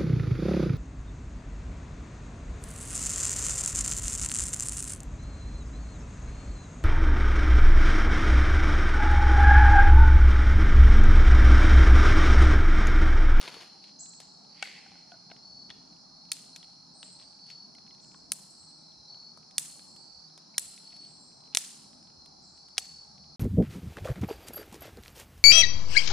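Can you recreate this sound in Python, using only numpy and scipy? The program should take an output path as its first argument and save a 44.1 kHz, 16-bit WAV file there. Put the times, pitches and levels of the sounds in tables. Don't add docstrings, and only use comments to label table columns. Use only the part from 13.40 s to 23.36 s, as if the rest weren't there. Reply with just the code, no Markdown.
import sys
import numpy as np
from scipy import signal
from scipy.fft import rfft, irfft
from scipy.io import wavfile
from scipy.ndimage import uniform_filter1d

SR = 44100
rng = np.random.default_rng(int(sys.argv[2]) if len(sys.argv) > 2 else 0)


def pcm_store(signal):
    levels = np.round(np.clip(np.atleast_2d(signal), -1, 1) * 32767)
    wavfile.write(sys.argv[1], SR, levels.astype(np.int16).T)


def boost_factor(decibels):
    exponent = np.asarray(decibels, float) / 20
    return 10 ** exponent


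N = 439236

# t/s, peak level/dB, low level/dB, treble level/dB, echo level/dB
SNAPS = [
    (1.2252, -28, -3.5, -12, 8.5),
    (2.9172, -23, -24, 1, -5),
    (4.9192, -18.5, -11, 9.5, -7),
    (6.1815, -14, -11, 7.5, 1),
    (7.1806, -16, -15, 6.5, -3),
    (8.1487, -14.5, -11, 1.5, 0),
    (8.1715, -10, -11, 2, -3),
    (9.3799, -12.5, -15, -8, -7.5),
]
# (f/Hz, level/dB)
SNAP_GRAIN = [
    ([(2200, 6), (3200, 6), (4300, 4), (7600, 10), (9400, -6), (10400, 12)], [(7500, 8)]),
    ([(1900, 5), (4900, -6), (5800, 2), (6600, -5), (7600, -9), (8300, 8), (10200, 4), (11000, -8)], []),
    ([(2700, -5), (1900, 3), (5700, -6), (6500, 3), (7400, 3), (8700, -3), (10100, 8), (11000, -5)], [(9300, -4)]),
    ([(2100, -4), (4000, 8), (7300, -6), (8500, 12), (7900, -6), (10900, -6), (13000, 6)], [(4800, -3)]),
    ([(1800, 6), (2900, -7), (3900, 10), (4400, -9), (6100, 7), (6900, -6), (9000, -4), (9600, 6), (10400, -5), (13600, 7)], [(4700, -3), (6700, -6), (7800, 7), (8600, -11), (9500, 5)]),
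    ([(3300, 7), (4300, 7), (5000, -6), (7100, 12), (9500, -5), (10900, 8)], [(3000, -4)]),
    ([(1200, -6), (1700, 5), (3300, -3), (5900, -3), (7000, 4), (7600, -4), (8200, -6), (11100, 7), (12200, -6)], []),
    ([(1500, -13), (2300, 9), (3500, 4), (6200, -5), (7100, 7), (9600, -12), (11800, -8), (12600, 9)], [(3200, -6), (7800, 8), (9500, 1), (6500, 4), (11500, 6), (13000, 8)]),
]
# t/s, peak level/dB, treble level/dB
SMALL_SLIPS = [(2.3095, -39, -30), (2.9188, -29, 0), (2.9306, -43, 12), (4.112, -50, -12),
               (8.1514, -23, -1.5), (9.37, -46.5, -12), (9.3817, -19, -2), (9.3867, -33, -2),
               (2.2952, -44, -28), (1.2266, -25.5, -14), (1.251, -47, 5), (.0795, -35, -30),
               (4.9212, -31, 2), (7.1812, -23, 12), (1.2375, -41, -12), (9.3885, -37, 3)]
# t/s, peak level/dB, low level/dB, treble level/dB
TICKS = [(0.0128, -31, -22, -4.5), (0.0282, -33.5, -19, -10), (0.0772, -29.5, -5, -30),
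         (0.142, -41, -18, -13), (0.2055, -42, -4, -22), (0.2217, -46, -6, -21), (0.4404, -44.5, -15, -21),
         (0.66, -48, -6, -16), (0.8023, -39, -4, -4), (1.2734, -37, -8, -22), (1.718, -47, -17, -23),
         (1.9015, -48, -2, -22), (1.914, -39.5, -6, -30), (1.9648, -47, -6, -16), (2.3025, -35, -12, -26),
         (2.9676, -44, -7, -4), (3.1615, -32.5, -8, -3), (3.2288, -42.5, -13, -23),
         (3.6295, -32.5, -10, -19), (3.7983, -46.5, -2, -15), (3.8264, -49, -3, -22),
         (4.1016, -40, -12, -10), (4.3505, -52, -25, -3), (5.9744, -49, 11, 2.5), (6.11, -48.5, -23, -7.5),
         (6.9772, -45.5, -4, -8.5), (7.3771, -44, -44, -22), (7.5233, -49, -18.5, -22),
         (7.65, -48, -27, -10), (8.8598, -48.5, -12, -3)]
# t/s, peak level/dB
CREAKS = [(0.167, -50), (1.049, -55.5), (1.5174, -49), (3.2444, -50), (4.3848, -49.5), (4.4665, -54),
          (4.5085, -52), (4.7443, -50.5), (5.7438, -54.5), (6.394, -46.5), (7.335, -54), (7.4355, -57),
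          (7.708, -54), (8.5312, -54.5), (8.673, -52.5), (8.702, -55), (9.7798, -51.5), (9.842, -55)]
# t/s, peak level/dB
SPITS = [(0.736, -52), (2.8539, -53), (4.0662, -52.5), (4.5488, -53), (4.6455, -55), (5.231, -58),
         (6.563, -51), (7.476, -54), (7.5652, -50), (8.6268, -54.5), (9.1765, -56), (9.285, -52)]
# t/s, peak level/dB, ring
# f/Hz
TAPS = [(.0167, -37, 3000), (.0425, -42, 3200), (.0545, -42, 1500), (.0705, -43, 2400), (.0805, -40, 1900),
        (.1015, -45, 1400), (.148, -45, 2600), (.258, -48, 3500), (.4232, -56, 2400), (.445, -52, 2800),
        (.481, -55, 2800), (.493, -55, 2600), (1.166, -59, 2900), (1.203, -56, 1400), (1.211, -56, 1100),
        (2.5297, -61, 2600), (2.5641, -60, 2600), (2.8914, -56, 2900), (3.333, -60, 3300),
        (3.3589, -60, 3300), (3.813, -55, 1500), (3.834, -55, 1900), (3.9302, -59, 2700),
        (3.9901, -61, 2600), (4.0878, -54, 2800), (4.477, -54, 2100), (4.582, -61, 2100),
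        (4.6002, -58, 3400), (4.6306, -60, 3100), (4.7169, -56, 2500), (5.313, -61, 3200),
        (5.52, -58, 3300), (5.8288, -63, 2300), (6.0304, -57, 2100), (6.8989, -61, 3400),
        (7.2622, -54, 3400), (7.342, -54, 3200), (7.4628, -58, 3400), (7.5057, -54, 3300),
        (7.529, -53, 2600), (7.6124, -59, 3200), (7.6314, -56, 2200), (7.7711, -61, 3500),
        (7.9182, -62, 2400), (8.0065, -59, 3000), (8.0379, -57, 2600), (8.0589, -59, 2900),
        (8.076, -59, 2800), (8.128, -53, 2700), (8.138, -48, 2900)]
# t/s, peak level/dB
HAIRS = [(4.909, -69), (4.933, -56), (6.16, -70), (6.17, -62), (6.196, -58), (7.16, -76), (7.17, -66),
         (7.195, -57)]
# t/s, peak level/dB, low ring f/Hz, upper
# ring f/Hz, t60/s
KNOCKS = [(1.379, -50, 830, 2090, 0.1), (1.462, -46.5, 796, 1510, 0.055), (1.517, -51, 804, 2370, 0.067),
          (1.555, -49, 825, 1480, 0.05), (1.719, -43, 709, 1470, 0.09), (1.899, -53, 810, 1590, 0.055),
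          (1.916, -39, 690, 1500, 0.024), (1.915, -44, 2150, 2800, .016), (1.742, -47, 670, 1450, .07),
          (4.746, -47, 1080, 1450, 0.025), (4.351, -52, 2100, 3000, .02), (4.509, -54, 2050, 2900, .02),
          (.079, -38, 900, 2900, .03), (.167, -42, 450, 1100, .03), (7.144, -50, 2250, 2500, 0.035),
          (2.304, -37, 3400, 1850, .035), (9.381, -34, 760, 480, .028), (2.9201, -20, 4400, 4900, .013)]
# f/Hz, level/dB, t60/s
STICK_MODES = [(793, 1.5, 0.032), (1505, 4, 0.032), (1855, -6, 0.05), (2250, 8, 0.03), (2720, 9, 0.018),
               (3400, 4, .015)]
# f/Hz, width/Hz, level/dB
ALL_ROUND = [(7600, 1600, 4), (9500, 1100, -4)]
# f/Hz, width/Hz, level/dB
PORT_DIP = (8050, 600, -8)
# f/Hz, left lead/rad
PORT_PHASE = [(5000, .1), (7300, 1.1), (8200, .2), (9700, 0), (10600, 1.5), (12100, .4), (16000, 1.1)]
# f/Hz, left-right level/dB
PORT_BALANCE = [(60, 3.0), (110, 2.5), (200, 0.0), (380, -3.0), (700, 1.5), (1290, 4.5), (2380, 4),
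                (4400, 0.5), (8120, -1.5), (15000, 0)]

# t at top/s, level/dB, rise/s, fall/s
DRAGS = [(0.002, -53, .01, .2), (.058, -48.5, .3, .12), (0.081, -47, .015, .07), (.14, -53, .2, .3),
         (0.21, -51, .03, .15)]
# t at top/s, level/dB, rise/s, fall/s
SHAKES = [(1.262, -50, .15, .15), (1.316, -55, .2, .5)]
# t at top/s, level/dB, rise/s, fall/s
FINGERS = [(.485, -62, .12, .06), (.815, -62, .05, .12), (3.66, -68, .03, .25), (3.82, -64, .08, .08),
           (4.104, -58, .06, .09), (7.36, -68, .3, .1), (7.57, -70, .5, .08), (7.636, -69, .1, .3)]
# f/Hz, level/dB per Hz
BRUSH = [(180, -13), (300, 0), (1220, 1.5), (1840, 0), (2980, 1), (3940, -1.5), (4350, -0.5), (7000, -9),
         (7900, -20), (8900, -12), (9930, -15.5), (13800, -27), (15500, -65)]
# f/Hz, level/dB per Hz
RATTLE = [(180, -50), (300, -9), (652, -14), (821, -16.5), (1260, -14), (2100, 7.5), (3750, -3), (4420, 0),
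          (4880, -12), (9140, -19), (13800, -33), (15500, -57)]
# f/Hz, level/dB
HANDLING = [(700, -27), (1800, -3.5), (3000, -0.5), (5000, 4.5), (9500, -19.5), (14000, -28), (15500, -60)]

# f/Hz, t60/s
TREE_T60 = [(300, 0.58), (1500, 0.66), (4000, 0.8), (9000, 0.81), (15000, 0.63)]
# f/Hz, level/dB
TREE_COLOUR = [(500, -1), (2500, -4.5), (6000, -3), (10000, -0.5), (12000, -0.5), (14800, -2.5),
               (15600, -46)]
# f/Hz, likeness
ECHO_SAME = [(500, .1), (1400, .2), (3100, 0.67), (6800, .2)]
# delay/s, level/dB
NEAR_TRUNKS = [(0.013, -14), (0.0168, -11.5), (.024, -19), (0.042, -20.5)]

# (start t/s, level/dB)
CRICKETS = [
    (4435, .263, 2, [(-.053, -58), (2.023, -54), (4.005, -54), (5.673, -54), (9.39, -54)]),
    (4430, .239, 2.1, [(7.442, -54)]),
    (4130, .49, -1.5, [(.29, -62), (3.1, -65), (5.404, -64), (7.68, -66)]),
    (3960, .42, 0.5, [(.75, -72), (2.72, -73), (3.45, -72), (5.38, -70), (6.85, -73), (8.2, -73)]),
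    (4570, .34, -13, [(1.07, -62.5), (3.774, -65.5), (6.55, -62)]),
    (4500, .26, 3.5, [(.3, -65), (9.13, -62.5), (9.7, -65)]),
    (4330, .4, 0.2, [(.72, -63), (2.97, -63), (5.02, -65.5), (6.27, -61)]),
    (4260, .55, -6, [(1.404, -66.5), (2.35, -68), (4.33, -70), (6.87, -72)]),
]
# t/s, from f/Hz, to f/Hz, length/s, level/dB
CHIPS = [(0.587, 5460, 8300, 0.016, -45), (3.533, 7550, 8650, 0.069, -65), (3.62, 7400, 8400, 0.021, -59),
         (3.626, 6800, 7620, 0.028, -63.5), (3.702, 7870, 8600, 0.029, -67),
         (7.594, 7770, 8620, 0.044, -68), (7.678, 7210, 7670, 0.038, -73), (7.687, 8120, 8560, .055, -71),
         (7.776, 7170, 7620, 0.051, -69), (7.793, 7830, 8500, .05, -69)]
# t/s, level/dB
HIDDEN_CHIPS = [(5.089, -61), (5.19, -60.5), (7.661, -66)]
# t/s, from f/Hz, to f/Hz, level/dB
DEEP_CHIPS = [(4.59, 6300, 8520, -57), (6.45, 7000, 8500, -57), (9.0, 6300, 8630, -59.5)]

# f/Hz, level/dB per Hz
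CHORUS = [(2060, -52), (3500, -30), (3880, -23), (4120, -1), (4350, 0), (4690, -7.5), (5160, -2.5),
          (7110, -24), (7950, -30.5), (10300, -27), (10800, -34.5), (11500, -58.5), (12500, -59),
          (16200, -88.5), (22000, -120)]
# f/Hz, level/dB per Hz
AIR = [(15, -38), (28, -17), (85, -15), (118, -12), (140, -2), (200, -1.5), (290, -6), (499, -14.5),
       (822, -6.5), (1060, -14), (1330, -15), (2050, -30.5), (2380, -26.5), (3050, -37.5), (3600, -31),
       (4680, -53.5), (7920, -120)]
# f/Hz, likeness
AIR_SAME = [(60, 0.94), (110, 0.81), (200, 0.79), (380, 0.089), (700, -0.0015), (1290, 0.0), (2380, 0.36),
            (4400, 0.67), (8120, -0.31), (15000, -0.02)]
# t/s, level/dB
TRAFFIC = [(0.0, -63), (1.8, -65), (2.0, -63), (3.96, -67), (4.71, -63.5), (5.49, -68), (8.74, -64),
           (9.46, -70), (9.96, -63)]
# f/Hz, width/Hz, level/dB
DRONE = [(75.4, 9, -73), (152, 9, -76)]
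# t/s, level/dB
DRONE_SWELL = [(8.4, -23), (9.0, -5.5), (9.96, 3)]
# from t/s, to t/s, f/Hz, level/dB
HUMS = [(0, 4.1, 172, -72), (.3, 2.6, 203, -74), (2.6, 4, 260, -74), (3.3, 5.8, 320, -79),
        (3.9, 7.5, 157, -71), (4.2, 5.2, 196, -73), (5, 6.3, 232, -77), (6.4, 7.7, 190, -75),
        (7.5, 9.1, 151, -72), (7.7, 8.9, 227, -75), (9.4, 10.2, 151, -70)]
# t/s, level/dB
BUFFETS = [(1.51, -71), (4.8, -73), (5.23, -71), (5.6, -72), (6, -74), (6.78, -69), (7.26, -70),
           (7.55, -74), (8.78, -68), (9.4, -71), (9.75, -71)]

SNAP_UPPER_DB, SNAP_UPPER_PER_TREBLE = 2.5, .25
TICK_T60_S, TICK_T60_S_PER_DB = .025, .0008
SAME_BREAK_S = .01
GRAIN_WIDTH_HZ = 750
TRUNK_ECHO_S, TRUNK_ECHO_DB = .0136, -19
STROKE_SPAN_DB = 30
STROKES_PER_S, STROKE_SAG, PITCH_SPREAD, PACE_SPREAD = 41.6, .043, .0025, .002
CHIP_DIRECT_DB = -2.5
HIDDEN_FROM_HZ, HIDDEN_TO_HZ, HIDDEN_S, HIDDEN_DIRECT_DB = 7000, 8600, .02, -20.5
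DEEP_RISE_DB_PER_S, RUMBLE_SWAY_DB, DEEP_SWAY_DB = .7, 1.5, 2.5
HUM_WIDTH_HZ = 7
BUFFET_HZ, BUFFET_WIDTH_HZ, BUFFET_S = 85, 70, .14


def twigs():
    out, feed, knocks = np.zeros((3, 2, N))
    cracks = []
    for (s, db, low_db, treble_db, echo_db), grain in zip(SNAPS, SNAP_GRAIN):
        upper_db = SNAP_UPPER_DB + SNAP_UPPER_PER_TREBLE * treble_db
        cracks.append((s, echo_db, crack(db, low_db, upper_db, treble_db, .022, grain)))

    # t/s, peak/dB, low/dB, treble/dB, t60/s
    small = [(s, db, -10, treble_db, .02) for s, db, treble_db in SMALL_SLIPS]
    small += [(s, db, low_db, treble_db, TICK_T60_S + TICK_T60_S_PER_DB * (db + 50))
              for s, db, low_db, treble_db in TICKS]
    small += [(s, db, -7, -21, TICK_T60_S) for s, db in CREAKS]
    small += [(s, db, -12, -7, TICK_T60_S) for s, db in SPITS]
    for s, db, low_db, treble_db, t60_s in small:
        cracks.append((s, -3, crack(db, low_db, .5 * treble_db, treble_db, t60_s)))
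    for s, db, ring_hz in TAPS:
        cracks.append((s, -4, crack(db, -10, -7, -14, .015, ([(ring_hz, 10)], []))))
    for s, db in HAIRS:
        cracks.append((s, -8, crack(db, -30, 8, 22, .012)))

    for s, echo_db, (sound, click) in cracks:
        add(out, s + .0003, sound)
        to_break_s = min(abs(s - row[0]) for row in SNAPS)
        if not 0 < to_break_s < SAME_BREAK_S:
            add(feed, s, boost_factor(echo_db) * click)

    add(knocks, SNAPS[0][0] + .0011, boost_factor(-20.5) * rings(STICK_MODES), 2.5)
    for s, peak_db, low_hz, upper_hz, t60_s in KNOCKS:
        modes = [(low_hz, 0, t60_s), (upper_hz, -1.5, .58 * t60_s)]
        add(knocks, s, boost_factor(peak_db) * rings(modes), 2.5)
    return ports(out) + knocks, feed + boost_factor(-4) * knocks


def crack(peak_db, low_db, upper_db, treble_db, t60_s, grain=((), ())):
    t = np.arange(2600) / SR
    both, left, right, size = rng.standard_normal((4, len(t)))
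    fading = boost_factor(-60 * t / .0042) + boost_factor(-12 - 60 * t / max(t60_s, .005))
    slips = (both + .38 * np.array([left, right])) * boost_factor(1.7 * size) * fading
    slips[:, 0] += 4.6
    slips = slips + .26 * np.roll(slips, round(.0031 * SR), axis=1)

    colour = [(200, low_db - 20), (450, low_db - 1), (1100, low_db), (2000, -6), (3900, 1),
              (5800, upper_db - 1), (7900, treble_db - 2.5), (9700, treble_db + .6),
              (11100, treble_db - 13.5), (14500, treble_db - 20.5), (16600, treble_db - 34),
              (17300, treble_db - 77.5)]
    taps = coloured(np.ones(1), colour)
    straight = favour(taps, *PORT_DIP)
    for hz, db in grain[0]:
        straight = favour(straight, hz, GRAIN_WIDTH_HZ, db)
    for band in ALL_ROUND:
        taps = favour(taps, *band)
    for hz, db in grain[1]:
        taps = favour(taps, hz, GRAIN_WIDTH_HZ, db)

    bright = np.diff(slips, 2, axis=1, prepend=np.zeros((2, 2)))
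    trunk_echo = boost_factor(TRUNK_ECHO_DB) * np.roll(bright, round(TRUNK_ECHO_S * SR), axis=1)
    sound = signal.oaconvolve(slips + trunk_echo, straight[None], axes=1)
    gain = boost_factor(peak_db) / abs(resonate(sound.mean(0), 3000, 1400)).max()
    return gain * sound, gain * taps * np.linalg.norm(slips[0])


def rings(modes):
    t = np.arange(5000) / SR
    ring = sum(boost_factor(db - 60 * t / t60_s) * np.sin(2 * np.pi * hz * t) for hz, db, t60_s in modes)
    ring = ring * (1 - np.exp(-t / .00033))
    return ring / abs(ring).max()


def ports(x):
    hz = np.fft.rfftfreq(N, 1 / SR)
    half = boost_factor(read(PORT_BALANCE, hz) / 2) * np.exp(.5j * read(PORT_PHASE, hz))
    return irfft(rfft(x) * np.array([half, 1 / half]), N)


def rustle():
    out = np.zeros((2, N))
    for strokes, colour, spread_db in ((DRAGS, BRUSH, 1.0), (SHAKES, RATTLE, .6), (FINGERS, HANDLING, 3.5)):
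        start_s = max(strokes[0][0] - .5, 0)
        t = np.arange(start_s, strokes[-1][0] + 1, 1 / SR)
        force_db = np.max([db - STROKE_SPAN_DB * np.maximum((s - t) / rise_s, (t - s) / fall_s)
                           for s, db, rise_s, fall_s in strokes], axis=0)
        clumps = evened(uniform_filter1d(rng.standard_normal(len(t)), size=200))
        sizes = boost_factor(spread_db * np.minimum(rng.exponential(1, len(t)), 4) + 1.2 * clumps)
        hits = rng.random(len(t)) < 6000 / SR
        grains = sizes * hits * rng.standard_normal(len(t))
        scratch = evened(coloured(grains, colour)[:len(t)])
        add(out, start_s, boost_factor(force_db + 3.5) * scratch, 2.5)
    return out


def embers():
    sizes = boost_factor(-69.5 + 4.5 * np.minimum(rng.exponential(1, N), 3))
    ticks = sizes * (rng.random(N) < 25 / SR)
    puff = rng.standard_normal(300) * boost_factor(-60 * np.arange(300) / SR / .008)
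    colour = [(900, -25.5), (2200, .5), (3400, -5.5), (9000, -8.5), (15000, -40)]
    return coloured(signal.oaconvolve(ticks, puff), colour)[:N]


def trees(x, rise_s):
    def shape_db(hz, t):
        lumps_db = 2.8 * patches(hz, t, wide=8, long=5)
        return read(TREE_COLOUR, hz) - 60 * t / read(TREE_T60, hz) + lumps_db

    tail = pair(shape_db, ECHO_SAME, size=256, count=SR + SR // 2)
    tail = tail * (1 - np.exp(-np.arange(tail.shape[1]) / SR / rise_s))
    tail = tail / np.linalg.norm(tail[0])
    for delay_s, echo_db in NEAR_TRUNKS:
        bark = np.diff(rng.standard_normal((2, 41))) / 9
        add(tail, delay_s, boost_factor(echo_db) * bark)
    return signal.oaconvolve(x.mean(0)[None], tail, axes=1)[:, :N]


def crickets():
    out = np.zeros((2, N))
    for hz, length_s, pan_db, trills in CRICKETS:
        t = np.arange(0, length_s, 1 / SR)
        for start_s, level_db in trills:
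            strokes = t * STROKES_PER_S * (1 + PACE_SPREAD * rng.standard_normal())
            within = strokes % 1
            swing = np.sin(np.pi * np.clip(within / .8, 0, 1)) ** .55
            force, stray = rng.standard_normal((64, 2))[strokes.astype(int)].T
            wing_hz = hz * (1 + STROKE_SAG * (.4 - within) + PITCH_SPREAD * stray)
            tone = np.sin(2 * np.pi * np.cumsum(wing_hz) / SR)
            trill = evened(boost_factor(1.1 * force) * swing * tone) * signal.windows.tukey(len(t), .15)
            add(out, start_s, boost_factor(level_db) * trill, pan_db)
    return out


def birds():
    straight, sung, deep = np.zeros((3, 2, N))
    chips = [(*row, CHIP_DIRECT_DB) for row in CHIPS]
    chips += [(s, HIDDEN_FROM_HZ, HIDDEN_TO_HZ, HIDDEN_S, db, HIDDEN_DIRECT_DB) for s, db in HIDDEN_CHIPS]
    for s, from_hz, to_hz, length_s, level_db, direct_db in chips:
        t = np.arange(0, length_s, 1 / SR)
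        risen = (1 - np.exp(-t / .016)) / (1 - np.exp(-length_s / .013))
        phase = 2 * np.pi * np.cumsum(from_hz + (to_hz - from_hz) * risen) / SR
        chip = boost_factor(level_db) * np.sin(phase) * (.56 + risen ** .9) * signal.windows.tukey(len(t), .25)
        add(sung, s, chip)
        add(straight, s, boost_factor(direct_db) * chip)
    for s, from_hz, to_hz, level_db in DEEP_CHIPS:
        hz = np.linspace(from_hz, to_hz, 800)
        whistle = np.sin(2 * np.pi * np.cumsum(hz) / SR) * signal.windows.tukey(len(hz), .2)
        add(deep, s, boost_factor(level_db) * whistle)
    return straight, sung, deep


def chorus():
    def shape_db(hz, t):
        singers = np.exp(-((hz - 4150) / 350) ** 2)
        return read(CHORUS, hz) + (1 + 1.8 * singers) * patches(hz, t, wide=4, long=40)

    return boost_factor(-55.5) * evened(pair(shape_db, AIR_SAME, size=1024))


def traffic():
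    s, rumble_db = np.transpose(TRAFFIC)

    def shape_db(hz, t):
        deep = 1 / (1 + (hz / 110) ** 6)
        rumble = (1 - deep) / (1 + (hz / 380) ** 2)
        sway = evened(uniform_filter1d(rng.standard_normal((2, len(t))), size=30, axis=1))
        course_db = np.interp(t, s, rumble_db - rumble_db.mean())
        drift_db = rumble * (course_db + RUMBLE_SWAY_DB * sway[0])
        drift_db = drift_db + deep * (DEEP_RISE_DB_PER_S * (t - t.mean()) + DEEP_SWAY_DB * sway[1])
        return read(AIR, hz) + 2.0 * patches(hz, t, wide=4, long=12) + drift_db

    shake = rng.standard_normal(N)
    drone = sum(boost_factor(db) * hum(shake, hz, width_hz) for hz, width_hz, db in DRONE)
    swell = boost_factor(np.interp(np.arange(N) / SR, *np.transpose(DRONE_SWELL), left=-60))
    return boost_factor(-61) * evened(pair(shape_db, AIR_SAME, size=2048)) + swell * drone


def hums_and_buffets():
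    out = np.zeros((2, N))
    for start_s, end_s, hz, db in HUMS:
        tone = hum(rng.standard_normal(round((end_s - start_s) * SR)), hz, HUM_WIDTH_HZ)
        add(out, start_s, boost_factor(db) * tone * signal.windows.tukey(len(tone), .3))
    for s, db in BUFFETS:
        puff = hum(rng.standard_normal(round(BUFFET_S * SR)), BUFFET_HZ, BUFFET_WIDTH_HZ)
        add(out, s - BUFFET_S / 2, boost_factor(db) * puff * np.hanning(len(puff)))
    return out


def hum(shake, hz, width_hz):
    return evened(resonate(resonate(shake, hz, width_hz), hz, width_hz))


def resonate(x, hz, width_hz):
    turn = np.exp(2j * np.pi * hz * np.arange(x.shape[-1]) / SR)
    r = np.exp(-np.pi * width_hz / SR)
    return 2 * (turn * signal.lfilter([1 - r], [1, -r], x / turn)).real


def favour(x, hz, width_hz, db):
    return x + (boost_factor(db) - 1) * resonate(x, hz, width_hz)


def coloured(x, points):
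    log_gain = read(points, abs(np.fft.fftfreq(1024, 1 / SR))) * np.log(10) / 20
    taps = np.fft.ifft(np.exp(np.conj(signal.hilbert(log_gain)))).real[:512]
    return signal.oaconvolve(x, taps)


def pair(shape_db, likeness, size, count=N):
    frames = 4 * count // size + 5
    hz = np.fft.rfftfreq(size, 1 / SR)[:, None]
    a, b, c, d = rng.standard_normal((frames, len(hz), 4)).T
    same = np.clip(read(likeness, hz), -1, 1)
    left = a + 1j * b
    right = same * left + np.sqrt(1 - same ** 2) * (c + 1j * d)
    z = np.array([left, right]) * boost_factor(shape_db(hz, np.arange(frames) * size / 4 / SR))
    return signal.istft(z, nperseg=size, noverlap=3 * size // 4)[1][:, :count]


def patches(hz, t, wide, long):
    field = rng.standard_normal((len(t), len(hz))).T
    return evened(uniform_filter1d(uniform_filter1d(field, size=wide, axis=0), size=long, axis=1))


def evened(x):
    return x / np.sqrt(np.mean(x ** 2) + 1e-20)


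def read(points, hz):
    f, value = np.transpose(points)
    return np.interp(np.log(hz + 1), np.log(f + 1), value)


def add(mix, s, sound, pan_db=0):
    sound = sound[..., max(-round(s * SR), 0):]
    part = mix[:, max(round(s * SR), 0):][:, :sound.shape[-1]]
    part += sound[..., :part.shape[1]] * boost_factor(np.array([[pan_db], [-pan_db]]) / 2)


def scene():
    wood, feed = twigs()
    brush = rustle() + embers()
    trills = crickets()
    straight, sung, deep = birds()
    near = wood + brush + boost_factor(-10.5) * trees(feed + brush, rise_s=.0068)
    insects = boost_factor(2) * trills + boost_factor(-5.5) * trees(trills, rise_s=.0048)
    chips = straight + boost_factor(7) * trees(sung, rise_s=.004) + boost_factor(2.5) * trees(deep, rise_s=.061)
    return near + insects + chips + chorus() + traffic() + hums_and_buffets()


def faint_treble(x):
    hz, _, z = signal.stft(x, SR, nperseg=1024, noverlap=512)
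    power = (abs(z[:, :512]) ** 2).reshape(2, 64, 8, -1).mean((0, 2))
    floor_db = -104 + 8 * uniform_filter1d(rng.standard_normal(power.shape), size=3)
    faint = np.repeat(power < boost_factor(floor_db) ** 2, 8, axis=0) & (hz[:512, None] > 11000)
    faint = np.pad(faint, ((0, 1), (0, 0)))
    return signal.istft(z * faint, SR, nperseg=1024, noverlap=512)[1][:, :N]


def low_pass(x):
    return signal.sosfilt(signal.butter(12, 16990, fs=SR, output="sos"), x)


def record(dry):
    mix = dry - faint_treble(dry)
    return low_pass(mix)


dry = scene()
out = record(dry)
pcm_store(out)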